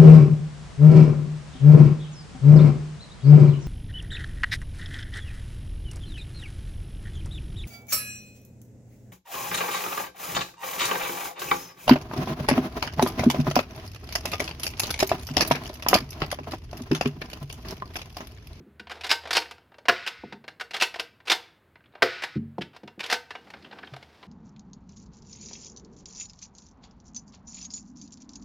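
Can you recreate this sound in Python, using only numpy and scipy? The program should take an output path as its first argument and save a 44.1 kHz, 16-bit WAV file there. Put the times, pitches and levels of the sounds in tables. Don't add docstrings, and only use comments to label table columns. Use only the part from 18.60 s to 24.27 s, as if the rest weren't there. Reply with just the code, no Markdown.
import sys
import numpy as np
from scipy import signal
from scipy.fft import rfft, irfft, next_fast_len
from scipy.io import wavfile
from scipy.ndimage import uniform_filter1d

SR = 44100
rng = np.random.default_rng(int(sys.argv[2]) if len(sys.argv) > 2 else 0)


def log_audio(samples):
    frames = np.atleast_2d(samples).T
    limited = np.clip(frames, -1, 1)
    pcm = np.round(limited * 32767).astype(np.int16)
    wavfile.write(sys.argv[1], SR, pcm)


N = 250047
TIME = np.arange(N) / SR
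RING = np.arange(2 ** 15) / SR


def undb(db):
    return 10 ** (np.asarray(db) / 20)


def unit(x):
    return x / np.sqrt(np.mean(x ** 2))


def fade(t, t60):
    return np.exp(-np.log(1000) * t / t60)


def add(track, s, sound):
    i = max(int(s * SR), 0)
    track[i:i + len(sound)] += sound[:N - i]


def resonance(x, hz, q):
    return signal.lfilter(*signal.iirpeak(hz, q, fs=SR), x)


def colour(x, points, bass_db=0, treble_db=0):
    size = next_fast_len(len(x) // 2 + 1024) * 2
    f = np.arange(size // 2 + 1) * SR / size + 1
    hz, db = np.transpose(points)
    gain = unit(undb(np.interp(np.log(f), np.log(hz), db)))
    bass_shelf = bass_db / (1 + (f / 1050) ** 4)
    treble_shelf = treble_db / (1 + (5000 / f) ** 3)
    gain = gain * undb(bass_shelf + treble_shelf)
    cepstrum = irfft(np.log(gain))
    cepstrum[1:size // 2] *= 2
    cepstrum[size // 2 + 1:] = 0
    return irfft(rfft(x, size) * np.exp(rfft(cepstrum)))[:len(x)]


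def ring(modes, scatter_db, detune):
    hz, db, t60 = np.transpose(modes)[:, :, None]
    level_chance, pitch_chance = rng.uniform(-1.2, 1, (2, len(modes), 1))
    t = RING[:int(min(t60.max(), RING[-1]) * SR)]
    sign = (-1) ** np.arange(len(modes))[:, None]
    swing = np.cos(2 * np.pi * hz * (1 + detune * pitch_chance) * t)
    return np.sum(sign * undb(db + scatter_db * level_chance) * fade(t, t60) * swing, axis=0)


def blows(rows, spectrum, modes, modes_db, scatter_db, detune, spread_s, part_db, part_q):
    out, t = np.zeros(N), RING[:2 ** 12]
    for s, db, bass_db, treble_db, t60, part_hz in rows:
        walls = rng.standard_normal(len(t)) * fade(t, max(t60, .01))
        walls *= 1 - np.exp(-t / spread_s)
        walls *= np.sqrt(SR / 100 / np.sum(walls ** 2))
        walls += undb(part_db) * resonance(walls, part_hz, part_q)
        shelved = [(hz, mode_db + bass_db / (1 + (hz / 1000) ** 4), decay) for hz, mode_db, decay in modes]
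        tones = ring(shelved, scatter_db, detune)
        add(out, s, undb(db) * colour(walls, spectrum, bass_db, treble_db))
        add(out, s, undb(db + modes_db) * tones)
    return out


# start in seconds, level in dB before
# the overall shot gain, bass in dB, treble in dB, t60 in s, resonance of the struck part in Hz.
LAUNCHER_BLOWS = [(1.2836, -15, 1, 2.5, 0.072, 2800), (1.2905, -16, 3.5, -12, 0.05, 1050),
                  (1.296, -19, -1, -6.5, 0.029, 1700), (3.4215, -14.5, -3.5, -4.5, 0.035, 1950),
                  (3.4275, -16.5, 3.5, -0.5, 0.039, 1450), (3.435, -30, 13.5, 8.5, 0.083, 480)]
# frequency in Hz, density in dB per Hz.
LAUNCHER_SPECTRUM = [(60, -27.5), (130, -33.5), (350, -3.5), (700, -4.5), (850, -9), (1000, -2.5),
                     (1600, 1.5), (2600, -5.5), (3600, -8.5), (5100, -8), (6500, -23), (8500, -28),
                     (16000, -33.5)]
# frequency in Hz, relative level in dB, t60 in s.
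LAUNCHER_MODES = [(117, -29, 0.25), (201, -25, .14), (259, -23.5, 0.17), (363, -18.5, 0.2),
                  (516.6, -11.5, 0.13), (698.6, 0, 0.078), (1055, -7, 0.038), (1203, -16, .06),
                  (1373, -7.5, 0.039), (1445, -14.5, 0.1), (1555, -5, 0.057), (1770, -17, 0.02),
                  (2018, -9.5, 0.098), (2230, -16.5, .07)]


def shots():
    return undb(-1.5) * blows(LAUNCHER_BLOWS, LAUNCHER_SPECTRUM, LAUNCHER_MODES, modes_db=-1.5, scatter_db=2.5,
                              detune=.006, spread_s=0.00063, part_db=4.5, part_q=8.0)


# frequency in Hz, density in dB per Hz.
SHELL_SPECTRUM = [(60, -41.5), (180, -17), (340, -6.5), (700, -0.5), (1150, -1), (1700, 1), (3500, -2),
                  (5200, -5.5), (6500, -16), (8500, -22), (12000, -26), (16000, -37.5)]
# frequency in Hz, relative level in dB, t60 in s when no hand damps it.
FREE_SHELL_MODES = [(330, -14.5, 0.16), (413, -13, 0.15), (486, -14.5, 0.29), (706.7, -8, 0.14),
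                    (764, -7, 0.18), (833, -14, 0.12), (930, -9, 0.26), (1430, -9, 0.11),
                    (1550, -7.5, 0.25), (1789, -13, 0.03), (2145, -11, 0.2), (2297, -4, 0.097),
                    (2500, -11, .09), (2800, -6.5, 0.17), (3580, -11, 0.069), (4070, -19, 0.11),
                    (4230, -15, 0.19), (4910, -8, 0.023)]


def shell_blows(rows, free=0.74, **settings):
    gripped = [(hz, db, t60 * free) for hz, db, t60 in FREE_SHELL_MODES]
    return blows(rows, SHELL_SPECTRUM, gripped, **settings)


# time of the stop in seconds, level in dB and level of the
# sear just before in dB (both before the overall slam gain), time between contacts in s, bass in dB,
# resonance in Hz.
SLIDE_SLAMS = [(0.513, -16, -26.5, 0.01, -1, 5060), (0.767, -16.5, -22, 0.0085, 2.5, 4710),
               (2.221, -16, -29, 0.0108, -1.5, 2700), (2.716, -16, -16.5, 0.009, 3, 3630),
               (4.525, -19.5, -24.5, 0.013, 5, 734)]


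def slams(graze_db=-4.5, rebound_db=-5, glancing_bass_db=-8.5):
    rows = []
    for s, db, sear_db, gap, bass_db, hz in SLIDE_SLAMS:
        rows.append((s, db, bass_db, 6, 0.048, hz))
        glancing = (s - 2 * gap, sear_db), (s - gap, db + graze_db), (s + gap, db + rebound_db)
        for at, level in glancing:
            rows.append((at, level, bass_db + glancing_bass_db, 2, 0.072, hz))
    return undb(-1.5) * shell_blows(rows, modes_db=-6.0, scatter_db=5.0, detune=.028, spread_s=0.0013,
                                    part_db=-1.5, part_q=11.0)


def light_contact(s, db, treble_db, hz, firm_db=-35.5, part_hz=1400):
    force = db - firm_db
    bass_db = 1 - 0.21 * force - 2 * np.log2(hz / part_hz)
    t60 = 0.053 * 2 ** (force / 46)
    return s, db, bass_db, treble_db, t60, hz


# start in seconds, level of its catches in dB before
# the overall latch gain, end of its scraping in seconds, level of its scraping in dB.
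SLIDE_PULLS = [(0.409, -27, 0.53, -42.5), (2.108, -27.5, 2.18, -41.5), (4.405, -30, 4.53, -44.5)]
# time after the start in seconds, level in dB
# relative to the pull, treble in dB, resonance in Hz.
PULL_CATCHES = [(0, -12, 4, 2550), (0.026, -8, -3, 4180), (0.033, -2, 2.5, 2995), (0.056, -10, 12.5, 2100)]
# time of the snap in seconds, level in dB before the
# overall latch gain, time since the touch in s, treble in dB, resonance in Hz.
LATCH_SNAPS = [(0.314, -33.5, 0.007, -0.5, 1580), (1.473, -26, 0.0092, 4, 2700),
               (2.009, -30.5, 0.011, 0.5, 1425), (2.679, -29, 0.0075, 2.5, 2560),
               (3.635, -25.5, 0.014, 1, 1870), (4.016, -32, 0.0061, -5.5, 3000),
               (4.403, -31.5, 0.01, 1, 2500)]


def latches(touch_db=-6.5):
    rows = []
    for s, db, _, _ in SLIDE_PULLS:
        for lag, catch_db, treble_db, hz in PULL_CATCHES:
            rows.append(light_contact(s + lag, db + catch_db, treble_db, hz))
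    for s, db, lead, treble_db, hz in LATCH_SNAPS:
        rows.append(light_contact(s - lead, db + touch_db, treble_db, hz))
        rows.append(light_contact(s, db, treble_db, hz))
    return undb(-2.5) * shell_blows(rows, modes_db=-5.5, scatter_db=5.5, detune=0.031, spread_s=0.0018,
                                    part_db=3.5, part_q=4.5)


# start in seconds, level in dB, middle of its final fade in seconds.
SPRING_RINGS = [(1.297, -35, 1.76), (2.413, -56.5, 2.5), (3.43, -32.5, 3.78)]
# frequency in Hz, density in dB per Hz.
COIL_SPECTRUM = [(400, -18), (1100, -3), (1450, 0), (2000, 5), (2700, 1), (3200, -2.5), (3800, -3),
                 (5200, -8), (6500, -21.5), (12000, -39.5)]
# frequency in Hz, relative level in dB, t60 in s.
COIL_MODES = [(1470, -6.5, 1.2), (1290, -18, 1.9), (1446, -5.5, .5), (1570, -17.5, 1.3), (2080, -16, 2),
              (2379, -14, 1.3), (2650, -15, 1), (3800, -20, 1.3), (4050, -15.5, 0.67), (4170, -21.5, 1.3),
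              (4727, -21.5, 1.1), (5200, -23, 1.5)]


def spring(t60=1.0, settle_s=0.021, modes_db=-1):
    out = np.zeros(N)
    for s, db, end in SPRING_RINGS:
        shiver = unit(colour(rng.standard_normal(len(RING)), COIL_SPECTRUM)) * fade(RING, t60)
        add(shiver, 0, undb(modes_db) * ring(COIL_MODES, scatter_db=2, detune=.002))
        settling = np.clip((end - s - RING) / settle_s + .5, 0, 1)
        add(out, s, undb(db) * shiver * settling)
    return out


# time in seconds, level in dB before the overall click gain, treble in dB, resonance in
# Hz.
SHELL_CLICKS = [(0.196, -39, -4.5, 1500), (0.27, -43, -14, 3000), (0.296, -39.5, -2, 1220),
                (0.654, -35.5, -12, 730), (0.673, -38, 0, 700), (0.707, -24, 5.5, 1780),
                (0.73, -23, 8.5, 4650), (0.82, -32.5, -13, 2510), (0.856, -43.5, -12, 1850),
                (0.91, -38, 4, 700), (0.981, -54.5, -5, 1430), (1.119, -53.5, -27.5, 700),
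                (1.142, -51, -18, 590), (1.183, -47.5, -3.5, 600), (1.254, -40, -7, 646),
                (1.724, -37, -11, 905), (1.841, -46, -16, 598), (1.879, -35, -5.5, 1570),
                (2.341, -35, -3.5, 1855), (2.358, -36, -1, 694), (2.396, -27.5, 5.5, 2649),
                (2.602, -52.5, -14, 1900), (3.156, -49.5, -29, 2047), (3.352, -43.5, -24, 606),
                (3.982, -48, -1, 596), (4.163, -46, 1.5, 1480), (4.233, -52, -6, 596),
                (4.276, -41.5, -7.5, 950), (4.706, -34, -8, 1680), (4.752, -35, -19, 720),
                (4.902, -46, 2, 850), (4.937, -38.5, -19, 1540), (5.127, -43.5, -16, 860),
                (5.186, -41.5, -17, 1140), (5.232, -39, -44, 1700), (5.336, -39.5, -9, 1260),
                (5.363, -46, 3, 700), (5.426, -46, -4.5, 2090), (5.628, -42.5, -20, 1010)]


def clicks():
    rows = [light_contact(*click) for click in SHELL_CLICKS]
    return undb(-1.5) * shell_blows(rows, modes_db=-6.5, scatter_db=5.0, detune=.028, spread_s=0.0011,
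                                    part_db=4.0, part_q=11)


# time in seconds, level in dB,
# softness corner in Hz before the 1.27 stretch, share of the board's ring time.
TABLE_KNOCKS = [(0.001, -42, 370, 0.26), (0.064, -49.5, 327, 1), (0.2, -50, 300, 1),
                (1.636, -35.5, 740, 0.44), (1.723, -41, 1130, 0.86), (3.757, -27.5, 296, 0.83),
                (3.77, -25.5, 218, 0.78), (3.982, -25.5, 1065, 0.38), (4.233, -41, 548, 0.57),
                (4.377, -42, 456, 0.36)]
# frequency in Hz, relative level in dB, t60 in s with no hand resting on it.
BOARD_MODES = [(48, -30.5, 0.41), (103.6, -31.5, 0.6), (143.6, -14, 0.94), (200.2, 1, 0.23),
               (226.6, -7.5, 0.59), (288, -9.5, 0.21), (324.4, 5, 0.082), (397, -6.5, 0.32),
               (502, 0, 0.078), (711, -3, 0.15), (868, 5.5, 0.045), (1074, -8, 0.073), (1200, -60, .04)]
# frequency in Hz, density in dB per Hz.
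HOLLOW_SPECTRUM = [(40, -27), (110, -10.5), (170, -2.5), (225, -1.5), (330, -4.5), (450, -8), (900, -34.5),
                   (4000, -50)]


def tabletop(thud_db=-7, thud_t60=0.28):
    out = np.zeros(N)
    for s, db, corner_hz, free in TABLE_KNOCKS:
        damped = [(hz, mode_db, t60 * free) for hz, mode_db, t60 in BOARD_MODES]
        board = ring(damped, scatter_db=2, detune=.01)
        thud = unit(colour(rng.standard_normal(len(RING)), HOLLOW_SPECTRUM)) * fade(RING, thud_t60)
        softness = signal.butter(5, corner_hz * 1.27, fs=SR, output="sos")
        add(out, s, undb(db) * signal.sosfilt(softness, board))
        add(out, s, undb(db + thud_db) * signal.sosfilt(softness, thud))
    return out


# start in seconds, level in dB, pitch in Hz, t60 in s.
PALM_BUMPS = [(1.59, -49.5, 74, 0.18), (3.756, -23, 135.6, 0.19), (3.757, -35, 97, 0.66),
              (3.757, -45, 48.4, .45), (5.321, -34.5, 133, 0.23)]
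# time in seconds, level in dB.
MAGAZINE_DRAG = [(4.6, -80), (4.85, -58.5), (4.93, -56.5), (5.25, -54), (5.42, -65.5), (5.67, -63)]


def handling(push_s=0.0036, unsteady_db=1.5):
    pressure = unit(uniform_filter1d(rng.standard_normal(N), size=1800))
    drag_db = np.interp(TIME, *np.transpose(MAGAZINE_DRAG)) + unsteady_db * pressure
    out = unit(colour(rng.standard_normal(N), HOLLOW_SPECTRUM)) * undb(drag_db)
    for s, db, hz, t60 in PALM_BUMPS:
        push = 1 - np.exp(-(RING / push_s) ** 2)
        add(out, s, undb(db) * push * fade(RING, t60) * np.sin(2 * np.pi * hz * RING))
    return out


# start in seconds, end in seconds, level in dB, catches per second,
# treble in dB.
FINGER_RUBS = [(0.297, 0.44, -53.5, 350, -4), (0.587, 0.715, -51, 137, -4), (2.388, 2.402, -40, 2100, -5),
               (2.653, 2.684, -52.5, 950, 7), (3.335, 3.419, -62, 100, -31), (4.131, 4.168, -56, 370, -10),
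               (4.69, 5.67, -62.5, 1300, 2), (4.868, 5.304, -61, 45, -33)]


def slides(rush_s=0.042, rush_db=2.5):
    rows = [(start, end, db, rate, 9.5, treble_db) for start, end, db, rate, treble_db in FINGER_RUBS]
    for s, _, end, db in SLIDE_PULLS:
        third_catch = s + PULL_CATCHES[2][0]
        for start, level in (third_catch, db), (end - rush_s, db + rush_db):
            rows.append((start, end, level, 260, 3, -2))
    return rows


def rubbing(spread_db=10.5, catch_t60=0.11):
    out = np.zeros(N)
    tail = fade(RING[:2 ** 11], catch_t60) ** 2
    size = 2 ** 16
    for start, end, db, rate, bass_db, treble_db in slides():
        dice, force, grain = rng.random(size), rng.exponential(size=size), rng.standard_normal(size)
        sliding = np.arange(size) / SR < end - start
        strength = unit(undb(spread_db * np.minimum(force, 2)))
        catches = sliding * (dice < rate / SR) * strength * np.sqrt(SR / rate)
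        power = np.abs(signal.fftconvolve(catches ** 2, tail / tail.sum())[:size])
        add(out, start, undb(db) * colour(np.sqrt(power) * grain, SHELL_SPECTRUM, bass_db, treble_db))
    return out


# start in seconds, end in seconds, middle level in dB,
# treble in dB.
GRIP_FIDGETS = [(3.19, 3.33, -60.5, -28), (5.02, 5.29, -50.5, -16)]


def ticks(gap_s=0.038, scatter_db=3.5, middle_hz=2480):
    rows = []
    for start, end, db, treble_db in GRIP_FIDGETS:
        slots = np.arange(start, end, gap_s)
        chance = rng.uniform(-1, 1, (len(slots), 3))
        for s, (late, force, pitch) in zip(slots, chance):
            at, level, hz = s + gap_s * late / 2, db + scatter_db * force, middle_hz * 2 ** pitch
            rows.append((at, level, -3, treble_db, 0.055, hz))
    return shell_blows(rows, modes_db=-10.5, scatter_db=5.5, detune=.028, spread_s=0.0009, part_db=9.5, part_q=6)


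# frequency in Hz, density in dB per Hz.
AIR_SPECTRUM = [(20, -23.5), (45, -10), (80, 1), (200, -3), (500, -7.5), (1000, -15), (1550, -13),
                (2100, -18.5), (4100, -28.5), (5600, -38), (15000, -34.5)]
# time in seconds, level in dB.
DRONE_LEVEL = [(0, -61.5), (0.5, -59), (0.95, -65), (1.15, -90), (5.67, -64.5)]


def background(air_db=-63.5, drone_hz=77, drone_q=7):
    air = undb(air_db) * unit(colour(rng.standard_normal(N), AIR_SPECTRUM))
    narrow = resonance(rng.standard_normal(N), drone_hz, drone_q)
    drone = unit(resonance(narrow, drone_hz, drone_q))
    return air + drone * undb(np.interp(TIME, *np.transpose(DRONE_LEVEL)))


# frequency in Hz, t60 in s, relative level in dB.
ROOM_BANDS = [(100, .3, -4.5), (400, 0.39, 2), (1500, 0.51, -3.5), (4500, 0.37, -0.5), (8000, 0.3, 1),
              (15000, 0.3, 5)]


def room(x, wet_db=-11, wall_db=4, wall_s=0.037, wall_width_s=0.018, build_s=0.0037):
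    hz, t60, db = np.transpose(ROOM_BANDS)
    noise = rfft(rng.standard_normal(len(RING)))
    log_f = np.log(np.arange(len(noise)) * SR / len(RING) + 1)
    bands = [irfft(noise * np.interp(log_f, np.log(hz), share)) for share in np.eye(len(hz))]
    tail = np.sum(undb(db)[:, None] * fade(RING, t60[:, None]) * bands, axis=0)
    walls = 1 + undb(wall_db) * np.exp(-((RING - wall_s) / wall_width_s) ** 2) / 2
    tail *= np.minimum(RING / build_s, 1) * walls
    return x + undb(wet_db) * signal.fftconvolve(x, tail / np.sqrt(np.sum(tail ** 2)))[:N]


def scene():
    blaster = shots() + slams() + latches() + clicks() + rubbing() + ticks()
    mono = room(blaster) + spring() + tabletop() + handling() + background()
    return np.array([mono, mono])


def record(dry, low_cut_hz=42, top_hz=16200, ceiling=1.1):
    thin = signal.sosfilt(signal.butter(4, low_cut_hz, "high", fs=SR, output="sos"), dry)
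    rounded = ceiling * np.tanh(thin / ceiling)
    return signal.sosfilt(signal.ellip(10, .2, 70, top_hz, fs=SR, output="sos"), rounded)


dry = scene()
out = record(dry)
log_audio(out)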